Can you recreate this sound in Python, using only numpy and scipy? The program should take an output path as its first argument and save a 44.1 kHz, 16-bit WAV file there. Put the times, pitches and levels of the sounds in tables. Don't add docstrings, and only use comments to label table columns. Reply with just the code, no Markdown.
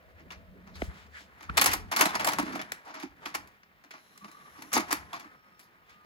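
import sys
import numpy as np
from scipy import signal
from scipy.fft import rfft, irfft, next_fast_len
from scipy.io import wavfile
from scipy.ndimage import uniform_filter1d, map_coordinates

SR = 44100
rng = np.random.default_rng(int(sys.argv[2]) if len(sys.argv) > 2 else 0)


def voltage_ratio(decibels):
    exponent = np.asarray(decibels, float) / 20
    return 10 ** exponent


def wav_record(signal):
    frames = np.transpose(np.atleast_2d(signal))
    bounded = np.clip(frames, -1, 1)
    quanta = np.round(bounded * 32767).astype(np.int16)
    wavfile.write(sys.argv[1], SR, quanta)


N = 266893

# (time [s], level [dB])
SLIDE_PRESSURE = [(0, -64), (.72, -63.5), (.86, -51), (1.04, -63.5), (1.46, -56.5), (1.7, -37.5),
                  (1.85, -58.5), (2.11, -41), (2.51, -42), (2.7, -52), (3.03, -67.5), (3.32, -54),
                  (3.66, -67.5), (3.9, -65), (4.8, -53), (5.24, -55), (5.4, -63.5), (6.05, -64)]


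def unit(x):
    return x / np.sqrt(np.mean(x ** 2) + 1e-20)


def along(points, hz):
    f, v = np.transpose(points)
    return np.interp(np.log(hz + 1), np.log(f + 1), v)


def curves(rows):
    s, *columns = np.transpose(rows)
    t = np.arange(N) / SR
    gate = uniform_filter1d(1. * (t >= s[0]) * (t <= s[-1]), size=2000)
    return [np.interp(t, s, column) for column in columns] + [gate]


def wobble(rate):
    knots = rng.standard_normal(int(N * rate / SR) + 4)
    return map_coordinates(knots, [np.arange(N) * rate / SR])


def filtered(x, response):
    m = next_fast_len(x.shape[-1] + 8192)
    spectrum = rfft(x, m) * response(np.fft.rfftfreq(m, 1 / SR))
    return irfft(spectrum, m)[..., :x.shape[-1]]


def low_cut(hz, corner, order=2):
    return hz ** order / (hz ** order + corner ** order)


def modes(peaks):
    def response(f):
        total = 0
        for k, (centre, width, db) in enumerate(peaks):
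            total = total + (-1) ** k * voltage_ratio(db) * 1j * f * width / (centre ** 2 - f * f + 1j * f * width)
        return total
    return response


def hiss(spectrum, flutter_db, rate):
    pair = filtered(rng.standard_normal((2, N)), lambda hz: voltage_ratio(along(spectrum, hz)))
    return unit(pair * voltage_ratio(flutter_db * wobble(rate)))


def tone(hz, blur):
    phase = 2 * np.pi * np.cumsum(hz) / SR + blur * wobble(40)
    return np.sqrt(2) * np.sin(phase) * [[1.3], [.3]]


def room_air():
    # (frequency [Hz], level [dB per Hz])
    air = [(100, 2.5), (300, -1.5), (1200, 2.5), (2500, 1), (5500, -12.5), (7500, -22), (10500, -17),
           (14500, -14.5), (15200, -14), (15700, -20)]
    return voltage_ratio(-68.5) * hiss(air, 0.59, 18)


def screen_whistle():
    return voltage_ratio(-86.5) * tone(15190 + 90 * wobble(200), 0.8)


def far_engine():
    # (time [s], pitch [Hz], level [dB], upper drone level [dB])
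    drone = [
        (0, 189, -82, -64),
        (.24, 189.1, -75, -65),
        (.28, 182, -63, -63),
        (.9, 186.2, -59, -67.5),
        (1.05, 187.8, -74, -71),
        (1.3, 179, -88, -67),
    ]
    hz, db, upper_db, gate = curves(drone)
    upper = unit(filtered(rng.standard_normal((2, N)), modes([(495, 40, -1.2), (640, 60, -0.31)])))
    note = voltage_ratio(db) * tone(hz, 0.67)
    low_order = voltage_ratio(-63 + 3 * wobble(9.9)) * tone(.4 * hz, 0.6)
    return gate * (note + low_order + voltage_ratio(upper_db) * upper)


def handling_rumble():
    # (time [s], level [dB])
    grip = [(0, -72), (.2, -64.5), (.42, -62), (.67, -63), (.81, -55), (.94, -63), (1.41, -73.5),
            (1.53, -53), (1.7, -50.5), (1.85, -52.5), (2.03, -83.5), (2.42, -60.5), (2.8, -90), (3.32, -72),
            (4.04, -93), (4.63, -79), (4.9, -62), (5.1, -83)]
    # (frequency [Hz], level [dB per Hz])
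    deep_colour = [(25, -30), (45, 18), (72, 19.5), (100, 17), (140, -48.5)]
    # (frequency [Hz], level [dB per Hz])
    low_colour = [(80, -14), (130, 4.5), (200, 8.5), (300, -3), (450, -0.5), (800, -43)]
    grip_over_deep_db, shelf_db = 2, -10
    deep_db = np.interp(np.arange(N) / SR, *np.transpose(grip))
    low_level = np.hypot(voltage_ratio(deep_db + grip_over_deep_db), voltage_ratio(curves(SLIDE_PRESSURE)[0] + shelf_db))
    deep = hiss(deep_colour, 2.1, 9)
    quarter_turned = filtered(deep[0], lambda f: 1j)
    deep = np.array([deep[0], .9 * quarter_turned + .4 * deep[1]])
    return voltage_ratio(deep_db + 6) * deep + low_level * hiss(low_colour, 3, 19)


def rubbing():
    # (frequency [Hz], level [dB per Hz])
    body_colour = [(250, -6), (600, -4.5), (1100, -1), (1800, 1), (2400, -6.5), (3500, -44)]
    # (frequency [Hz], level [dB per Hz])
    hiss_colour = [(1500, -25), (2600, -0.5), (5000, -8), (7500, -16.5), (11000, -12.5), (15500, -31)]
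    press_db, hiss_at_press_db, hiss_growth = -54.5, -65, 1.11
    body_db, _ = curves(SLIDE_PRESSURE)
    hiss_db = hiss_at_press_db + hiss_growth * (body_db - press_db)
    grain = voltage_ratio(1.5 * wobble(45))
    body = voltage_ratio(body_db) * hiss(body_colour, 1.5, 120)
    bright = voltage_ratio(hiss_db - 2) * hiss(hiss_colour, 2, 200)
    return grain * (body + bright)


def contacts():
    # (time [s], peak [dB], rattle t60 [s], boom [dB])
    thuds = [(0.1932, -54.5, 0.096, -1.5), (0.6681, -50.5, 0.16, -13), (1.0623, -52.5, 0.046, -16),
             (1.2055, -44.5, 0.025, 0), (1.883, -53, 0.039, -8), (2.0542, -19, 0.056, -6),
             (2.109, -40.5, 0.042, -6), (2.3845, -22.5, 0.066, -5), (2.4268, -36, 0.024, 22.5),
             (2.4543, -40, 0.23, -6), (2.522, -37, 0.2, -2), (2.553, -31.5, 0.055, -7),
             (3.0257, -37, 0.075, 3.5), (3.378, -64, 0.1, 11.5), (3.837, -48.5, 0.076, -8.5),
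             (4.243, -41, 0.055, -6), (4.279, -47, 0.055, -5), (4.575, -49, 0.28, -2.5),
             (4.7506, -24, 0.12, -6.5), (4.7658, -23, 0.1, -10), (4.7773, -20, 0.018, 4),
             (4.798, -29.5, 0.057, -7), (4.88, -40.5, 0.13, -7.5), (5.129, -33.5, 0.13, -17.5),
             (5.1594, -45, 0.062, -10), (5.243, -50.5, 0.051, 5), (6.0444, -55, .07, 11)]
    # (time [s], peak [dB], rattle t60 [s], sparkle [dB])
    clacks = [(0.304, -37.5, 0.051, -18), (1.405, -45.5, 0.12, -22), (1.496, -50, 0.1, -30),
              (1.5704, -17, 0.091, -6.5), (1.6128, -17.5, 0.049, 0.5), (1.6385, -26, 0.085, 2),
              (1.6575, -19, 0.087, 2), (1.7316, -22, 0.05, 0), (1.9134, -24.5, 0.13, -8.5),
              (1.9619, -22, 0.099, -4), (1.989, -22, 0.088, -7), (2.0083, -12, 0.076, -4),
              (2.1443, -26.5, 0.05, -18), (2.1528, -20.5, 0.044, -12), (2.1946, -23.5, 0.1, -14),
              (2.207, -29, 0.042, -11), (2.2447, -21.5, 0.054, -2), (2.2684, -22, 0.096, -2.5),
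              (2.285, -26, 0.058, -5), (2.3175, -32, 0.091, -9), (2.333, -28, .043, -8),
              (2.592, -31, 0.07, -24)]
    # (time [s], peak [dB], rattle t60 [s], sparkle [dB])
    ticks = [(0.318, -37, .085, -17.5), (0.753, -43.5, 0.13, -10), (1.4227, -45, 0.14, -9),
             (1.5775, -10.5, 0.032, -8), (1.5954, -41, 0.029, -22), (1.6185, -20.5, 0.08, -16),
             (1.677, -23, 0.095, -20), (1.713, -24.5, 0.11, -8.5), (2.09, -30.5, 0.075, -10.5),
             (2.6142, -29, 0.038, -15.5), (2.7192, -34, 0.042, -8.5), (2.9963, -40, 0.17, -11),
             (3.473, -53, .053, -4.5), (3.631, -46.5, 0.029, -37), (3.907, -38, 0.069, -16),
             (3.9791, -48, 0.081, -32), (4.1763, -47, 0.025, -1), (4.621, -36.5, 0.033, -4),
             (5.5924, -50.5, 0.092, 0.5), (5.8928, -50.5, 0.13, -13.5)]
    # (time [s], peak [dB], rattle t60 [s], sparkle [dB])
    levers = [(2.8485, -49, 0.21, -10), (2.8775, -44.5, 0.21, -15), (2.9396, -37.5, 0.23, -14.5),
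              (3.2547, -28, 0.063, -12.5), (3.279, -42.5, 0.14, -11), (3.341, -31, 0.093, -18),
              (3.3472, -24.5, 0.048, -6.5), (3.936, -41, 0.095, -24), (4.3136, -51.5, .07, -3.5),
              (4.7172, -34, 0.047, -17), (4.729, -25.5, 0.177, 1.5), (4.738, -29.5, 0.084, -0.5),
              (4.9057, -25.5, 0.14, -8), (4.926, -26.5, 0.036, 0.5), (4.949, -38, 0.031, -20),
              (5.195, -41, 0.11, -8)]
    found = []
    for s, db, t60, boom_db in thuds:
        sparkle_db = -4.5 + .4 * (db + 18.5)
        found.append((s, db, -0.5, boom_db, sparkle_db, t60))
    for rows, shell_db, boom_db in [(ticks, -26, -23), (clacks, -3, -16), (levers, -2.5, -14.5)]:
        for s, db, t60, sparkle_db in rows:
            found.append((s, db, shell_db, boom_db, sparkle_db, t60))
    return sorted(found)


def knocks():
    # (frequency [Hz], level [dB])
    plastic = [(640, 4), (920, 4.5), (1150, -3.5), (1270, -3), (1440, -2), (1880, 1), (2050, -6),
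               (2290, -3.5), (2440, -11.5), (3570, -4), (4400, -11), (5400, -8.5), (6450, -2.5),
               (11350, -12.5)]
    # (frequency [Hz], level [dB per Hz])
    clack_colour = [(500, -8.5), (1300, 3), (2200, 3.5), (3500, -9.5), (5000, -6.5), (6500, -11.5),
                    (9000, -52)]
    # (frequency [Hz], level [dB per Hz])
    sparkle_colour = [(4000, 0), (6500, 1.5), (9000, 5.5), (11300, 6), (12500, 2.5), (15500, -2.5)]
    # (frequency [Hz], width [Hz], level [dB])
    shell_modes = [(756, 220, -4.5), (900, 163, 4.5), (1150, 224, -2.5)]
    # (frequency [Hz], width [Hz], level [dB])
    case_modes = [(203, 60, -1.5), (302, 51, 9), (345.7, 98, -1)]
    mode_hz, mode_db = np.transpose(plastic)[:, :, None]
    clack, sparkle, shell, boom, ring = np.zeros((5, 2, N + SR))
    for s, db, shell_db, boom_db, sparkle_db, t60 in contacts():
        noise = rng.standard_normal((3, SR // 6))
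        chance = rng.standard_normal((3, len(plastic), 1))
        t60 = np.clip(t60, .015, .3)
        noise = noise[:, :round(t60 * SR)]
        t = np.arange(noise.shape[1]) / SR
        fast = uniform_filter1d(noise[2], size=40)
        slow = uniform_filter1d(noise[0] + noise[1], size=200)
        chatter = voltage_ratio(15.6 * fast + 12 * slow)
        start = 1 - np.exp(-t / (0.017 * t60))
        shape = voltage_ratio(db - 2.5 - 60 * (t / t60) ** 1.55) * start
        burst = shape * chatter * noise[:2]
        at = slice(round(s * SR), round(s * SR) + len(t))
        clack[:, at] += burst
        sparkle[:, at] += voltage_ratio(sparkle_db - 60 * t / 0.12) * burst * chatter ** 0.55
        shell[:, at] += voltage_ratio(shell_db) * burst
        case_start = 1 - np.exp(-t / 0.014)
        boom[:, at] += voltage_ratio(boom_db + 7) * case_start * shape * noise[:2]
        phase = 2 * np.pi * (mode_hz * (1 + 0.028 * chance[1]) * t + chance[2])
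        high_db = np.where(mode_hz > 6000, sparkle_db + 5.5, 0)
        kind_db = np.where(mode_hz < 1500, shell_db + 4, high_db)
        strength = voltage_ratio(mode_db + 4.5 * chance[0] + kind_db)
        notes = [np.sum(strength * np.sin(phase), 0), np.sum(strength * np.cos(phase), 0)]
        ring[:, at] += voltage_ratio(-20.0) * shape * np.array(notes)
    high = filtered(clack, lambda hz: voltage_ratio(along(clack_colour, hz) + 3.0))
    high = high + filtered(sparkle, lambda hz: voltage_ratio(along(sparkle_colour, hz) - 1))
    high = filtered(high + ring, lambda hz: low_cut(hz, 260))

    def case_response(hz):
        return modes(case_modes)(hz) / (1 + (hz / 520) ** 4) * low_cut(hz, 130)

    hollow = voltage_ratio(13.5) * filtered(shell, lambda hz: modes(shell_modes)(hz) * low_cut(hz, 540, 3))
    case = voltage_ratio(19.0) * filtered(boom, case_response)
    return (high + hollow + case)[:, :N]


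def room(x):
    # (frequency [Hz], t60 [s])
    decay = [(200, 0.58), (1500, 0.29), (6000, 0.22), (14000, 0.15)]
    hz, t, z = signal.stft(rng.standard_normal((2, SR // 2)), SR, nperseg=256)
    fading = voltage_ratio(-60 * t / along(decay, hz)[:, None])
    tail = signal.istft(z * fading, SR, nperseg=256)[1]
    late = np.pad(x, ((0, 0), (300, 0)))
    return signal.fftconvolve(late, tail / np.linalg.norm(tail[0]), axes=1)[:, :N]


def swishes():
    # (centre [s], half length
    # [s], level [dB], pitch [Hz], width [Hz])
    hand = [(0.198, 0.022, -59.5, 2000, 1100), (0.762, 0.018, -53.5, 4140, 1700),
            (0.835, 0.048, -52.5, 1600, 7600), (0.989, 0.07, -54, 1460, 2500),
            (1.172, 0.032, -45, 1720, 680), (1.193, 0.056, -55, 3200, 4000),
            (3.238, 0.023, -49.5, 850, 1650), (3.12, 0.038, -61, 64, 48.8), (3.418, 0.046, -60, 69.6, 60),
            (4.248, 0.025, -51.5, 200, 54), (4.75, 0.014, -34, 6400, 780),
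            (4.745, 0.0093, -31.5, 5200, 960), (5.017, 0.066, -53.5, 76, 30),
            (5.627, 0.041, -66.5, 4500, 2980), (5.919, 0.051, -64, 2400, 2600),
            (5.142, 0.013, -38, 1090, 400), (2.89, 0.042, -47, 890, 920), (2.28, 0.0303, -30, 780, 420)]
    # (centre [s], half length [s], level [dB], pitch [Hz], width [Hz])
    nails = [
        (.821, .0018, -31, 1900, 1100),
        (1.499, .0046, -29, 1280, 330),
        (1.498, .003, -42, 2500, 1200),
    ]
    # (centre [s], half length [s], level [dB], pitch [Hz], width [Hz])
    rails = [
        (4.9, .11, -64, 3050, 2000),
        (5.165, 0.016, -53.5, 4400, 1500),
        (5.265, 0.0055, -73, 10000, 5000),
        (2.4, .02, -55, 2500, 2100),
        (5.63, 0.033, -69, 11300, 1500),
    ]
    out = np.zeros((2, N + SR))
    span = np.arange(-SR // 6, SR // 6) / SR
    for s, half, db, hz, width in hand + nails + rails:
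        noise = rng.standard_normal((2, len(span)))
        noise = unit(filtered(noise, lambda f: modes([(hz, width, 0)])(f) ** 2))
        swell = np.exp(-(span / half) ** 2)
        out[:, round(s * SR) - SR // 6:][:, :len(span)] += voltage_ratio(db) * swell * noise
    return out[:, :N]


def snaps():
    # (time [s], peak [dB], pitch [Hz])
    sharp_contacts = [(1.5704, -27.5, 3120), (1.5785, -17, 2417), (1.58, -18.5, 3620), (1.5825, -19.5, 1297),
                      (1.5962, -17, 4310), (1.613, -21.5, 4470), (1.6185, -20, 3500), (1.6187, -21.5, 1100),
                      (1.641, -27, 3000), (1.66, -23, 4590), (1.665, -22, 5640), (1.669, -22, 1004),
                      (1.673, -24.5, 3410), (1.7155, -28, 2730), (1.7337, -26, 2910), (1.742, -26.5, 1002),
                      (1.9154, -26.5, 900), (1.92, -31, 2200), (1.9637, -21, 4360), (1.9865, -24.5, 5000),
                      (1.999, -25.5, 1200), (2.01, -13.5, 2295), (2.0115, -16, 4505), (2.019, -17.5, 1490),
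                      (2.035, -23.5, 2200), (2.0555, -21, 4000), (2.0865, -33, 3970), (2.106, -29, 1000),
                      (2.1445, -24.5, 989), (2.157, -28.5, 5500), (2.16, -24.5, 988), (2.1952, -28, 3300),
                      (2.209, -27, 2214), (2.247, -24, 4370), (2.248, -25.5, 7450), (2.2755, -20.5, 944),
                      (2.286, -21.5, 993), (2.287, -31, 5400), (2.309, -32, 3950), (2.335, -31, 1990),
                      (2.3857, -19.5, 1108), (2.532, -37, 1310), (2.556, -32, 722), (2.5938, -34, 2200),
                      (2.6, -29, 1743), (2.62, -37.5, 3000), (2.7195, -27.5, 1966),
                      (.3055, -37, 2820), (.312, -41, 3600), (.82, -38, 1500), (2.334, -30, 1150),
               (2.397, -27, 747), (2.45, -38, 1300), (2.9385, -41, 1490), (3.259, -31.5, 3280),
               (3.352, -31, 1807), (4.7298, -22.5, 1354), (4.7305, -25, 6770), (4.7385, -24, 5100),
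               (4.743, -24, 6900), (4.752, -24, 6300), (4.7655, -19.5, 4810), (4.7665, -15, 900),
               (4.7775, -21.5, 1303), (4.896, -34, 1000), (4.9075, -28.5, 1092), (4.9125, -29.5, 6000),
               (4.9255, -26, 1150), (4.9275, -30, 4580), (5.132, -34, 1050)]
    # (time [s], peak [dB], pitch [Hz])
    pawls = [
        (2.5237, -39, 4430),
        (2.9951, -45, 3910),
        (3.0265, -40, 4780),
        (3.908, -45, 5080),
        (4.1774, -45, 5050),
        (4.6217, -41, 4340),
        (5.1314, -30, 3430),
        (5.142, -42, 3440),
        (5.1662, -44, 4080),
        (5.1981, -50, 3840),
    ]
    # (time [s], peak [dB], pitch [Hz])
    faces = [
        (1.576, -19, 1250),
        (1.64, -27, 1070),
        (1.644, -24, 1090),
        (1.658, -22, 1126),
        (1.764, -32, 972),
        (2.056, -22, 762),
        (2.275, -19.5, 727),
        (5.248, -44, 1140),
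    ]
    # (time [s], peak [dB], pitch [Hz])
    flap_edges = [(1.6177, -24, 6510), (1.6444, -28, 6500), (1.6596, -24, 6410), (1.6714, -29, 6540),
                  (1.6804, -31, 6610), (1.735, -31, 6280), (2.7197, -44, 5960), (1.615, -27, 11300),
                  (1.659, -27, 11200), (1.583, -31, 11300), (1.675, -33, 11000)]
    # (time [s], peak [dB],
    # pitch [Hz], t60 [s])
    lid = [(2.061, -27.5, 200, 0.075), (2.392, -25, 295, 0.09), (2.427, -30, 292, .06),
           (2.442, -33, 290, 0.053), (2.465, -32.5, 253, 0.083), (2.475, -33, 276, .06),
           (2.513, -34, 273, 0.093), (2.562, -35.5, 302, 0.11), (4.756, -29, 298, 0.046),
           (4.778, -21.5, 347, 0.067), (4.795, -23.5, 330, 0.055), (4.93, -35, 313, 0.094),
           (5.215, -52, 300, 0.1), (.819, -25.5, 673, 0.035), (.882, -37, 150, 0.067),
           (4.95, -43, 1060, .2), (4.995, -50, 1730, .2), (5.01, -55, 730, .2), (5.03, -53, 1046, .2),
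           (5.24, -45, 1150, .1)]
    rings = []
    for rows, gain_db in [(sharp_contacts, 4), (pawls + faces, 0)]:
        for s, db, hz in rows:
            rings.append((s, db + gain_db, hz, .012 + 13.8 / hz, .0007))
    rings += [(s, db + 3, hz, .024, .0015) for s, db, hz in flap_edges]
    rings += [(*row, .003) for row in lid]
    out, t = np.zeros((2, N + SR)), np.arange(SR // 8) / SR
    for s, db, hz, t60, rise in rings:
        phase = 2 * np.pi * hz * t
        if rise < .002:
            phase = phase + .9 * np.sin(2 * np.pi * .21 * hz * t)
        shape = voltage_ratio(db - 60 * t / np.clip(t60, .004, .2)) * (1 - np.exp(-t / rise))
        pair = np.array([np.sin(phase), voltage_ratio(-1) * np.sin(phase + hz * s)])
        out[:, round(s * SR):][:, :len(t)] += shape * pair
    return out[:, :N]


def bumps():
    # (time [s], peak [dB], start [Hz], sweep [s], low ring [dB])
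    hits = [
        (0.8196, -17.5, 1036, 0.003, -13),
        (0.877, -54, 197, 0.0029, 24.5),
        (1.497, -27.5, 495, 0.0013, -4),
        (2.716, -32.5, 2530, 0.00428, -23),
        (4.764, -18.5, 900, 0.0039, -28),
    ]
    out, t = np.zeros((2, N + SR)), np.arange(SR // 6) / SR
    for s, db, start_hz, sweep, ring_db in hits:
        phase = 2 * np.pi * np.cumsum(150 + start_hz * np.exp(-t / sweep)) / SR
        chirp = np.sin(phase) * (t / 0.0063) ** 1.5 * np.exp(1.5 - 1.355 * t / 0.0036)
        swell = voltage_ratio(ring_db) * (t / 0.0096) * np.exp(1 - t / 0.0098)
        low_phase = 2 * np.pi * 66 * t
        pair = np.array([chirp + swell * np.sin(low_phase), swell * np.cos(low_phase)])
        out[:, round(s * SR):][:, :len(t)] += voltage_ratio(db) * pair
    return out[:, :N]


def loading_gears():
    # (time [s], level [dB])
    loader = [
        (3.9, -120),
        (3.96, -68),
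        (4.2, -66.5),
        (4.45, -65.5),
        (4.7, -60),
        (5.2, -73),
        (5.3, -105),
    ]
    # (frequency [Hz], width [Hz], level [dB])
    gear_bands = [(4050, 240, 4), (2900, 460, -3), (4950, 160, -6), (5700, 180, 1), (6300, 130, -2),
                  (6900, 180, -6), (7700, 200, -9), (10440, 470, -2.5), (11300, 420, -6), (12100, 250, -5)]
    level_db, gate = curves(loader)
    teeth = rng.standard_normal((2, N))
    first = filtered(teeth, modes(gear_bands[:1]))
    rest = filtered(teeth, modes(gear_bands[1:]))
    fade = voltage_ratio(-60 * np.clip(np.arange(N) / SR - 4.4, 0, 1))
    return gate * voltage_ratio(level_db) * (fade * first - rest) / np.std(first - rest)


def lifting_whine():
    # (time [s], pitch [Hz], level [dB])
    strain = [(4.12, 1128, -72), (4.15, 1150, -55), (4.185, 1150, -67), (4.24, 1160, -50.5),
              (4.29, 1120, -58), (4.37, 1190, -55.5), (4.42, 1150, -57), (4.465, 1170, -50),
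              (4.495, 1243, -56), (4.52, 1180, -70), (4.57, 1150, -56), (4.61, 1154, -70)]
    # (time [s], pitch [Hz], level [dB])
    drop = [
        (4.57, 860, -68),
        (4.615, 864, -59),
        (4.645, 950, -59.5),
        (4.665, 1000, -68),
        (4.69, 1100, -59.5),
        (4.73, 1070, -68),
    ]
    hz, db, gate = curves(strain)
    loaded = gate * voltage_ratio(db) * (.55 + .55 * wobble(150)) * tone(hz + 18 * wobble(30), .95)
    hz, db, gate = curves(drop)
    return loaded + gate * voltage_ratio(db) * (.5 + .6 * wobble(120)) * tone(hz, .7)


def drum_whine():
    # (time [s], pitch [Hz], level [dB], threading whistle level [dB])
    drum = [
        (5.26, 1280, -65, -84.5),
        (5.45, 1252, -66, -80),
        (5.6, 1243, -68, -82),
        (5.66, 1240, -70, -110),
        (5.85, 1226, -71, -110),
        (5.95, 1220, -65, -110),
        (6.05, 1216, -64, -110),
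    ]
    hz, db, whistle_db, gate = curves(drum)
    whistle = voltage_ratio(whistle_db) * (.8 + .5 * wobble(300)) * tone(np.full(N, 5420.), 3)
    whine = voltage_ratio(db) * (.9 + .25 * wobble(30)) * tone(hz, .3)
    return gate * (whine + whistle)


def scene():
    background = room_air() + screen_whistle() + far_engine()
    hands = handling_rumble() + rubbing() + swishes() + bumps()
    hits = knocks() + snaps()
    echo = voltage_ratio(-11.5) * room(filtered(hits, lambda hz: low_cut(hz, 400)))
    motors = loading_gears() + lifting_whine() + drum_whine()
    return background + hands + hits + echo + motors


def low_pass(x):
    return signal.sosfilt(signal.butter(12, 16810, fs=SR, output="sos"), x)


def record(dry):
    # (frequency [Hz], likeness [0 to 1])
    alike = [(50, .1), (130, .6), (300, .9), (550, .65), (1200, .75), (2200, .45), (5000, .4), (6000, .2),
             (7000, .75), (8200, .65), (9000, .96), (15500, .97)]
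    # (frequency [Hz], lead [cycles])
    lead = [(0, 0), (2000, -.52), (6000, -1.5), (6500, -1.12), (7250, -.97), (9250, -.5), (17000, 1.39)]
    # (frequency [Hz], left minus right [dB])
    tilt = [(40, -1), (110, 3), (200, -3), (380, -5), (700, 2), (1290, -2), (2380, 3), (4400, 1),
            (8120, 0.5), (15000, -0.5)]

    def shares(hz):
        angle = np.arccos(np.clip(along(alike, hz), -1, 1)) / 2
        return np.array([np.cos(angle), np.sin(angle)])

    def ports(hz):
        skew = voltage_ratio(along(tilt, hz) / 2) * np.exp(-1j * np.pi * np.interp(hz, *np.transpose(lead)))
        top_cut = voltage_ratio(-np.clip((hz - 15850) / 22, 0, 90))
        return np.array([skew, 1 / skew]) * top_cut * low_cut(hz, 30)

    mid, side = filtered(dry, shares)
    pair = filtered(np.array([mid + side, mid - side]), ports)
    ceiling = .85
    return low_pass(ceiling * np.tanh(pair / ceiling))


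dry = scene()
out = record(dry)
wav_record(out)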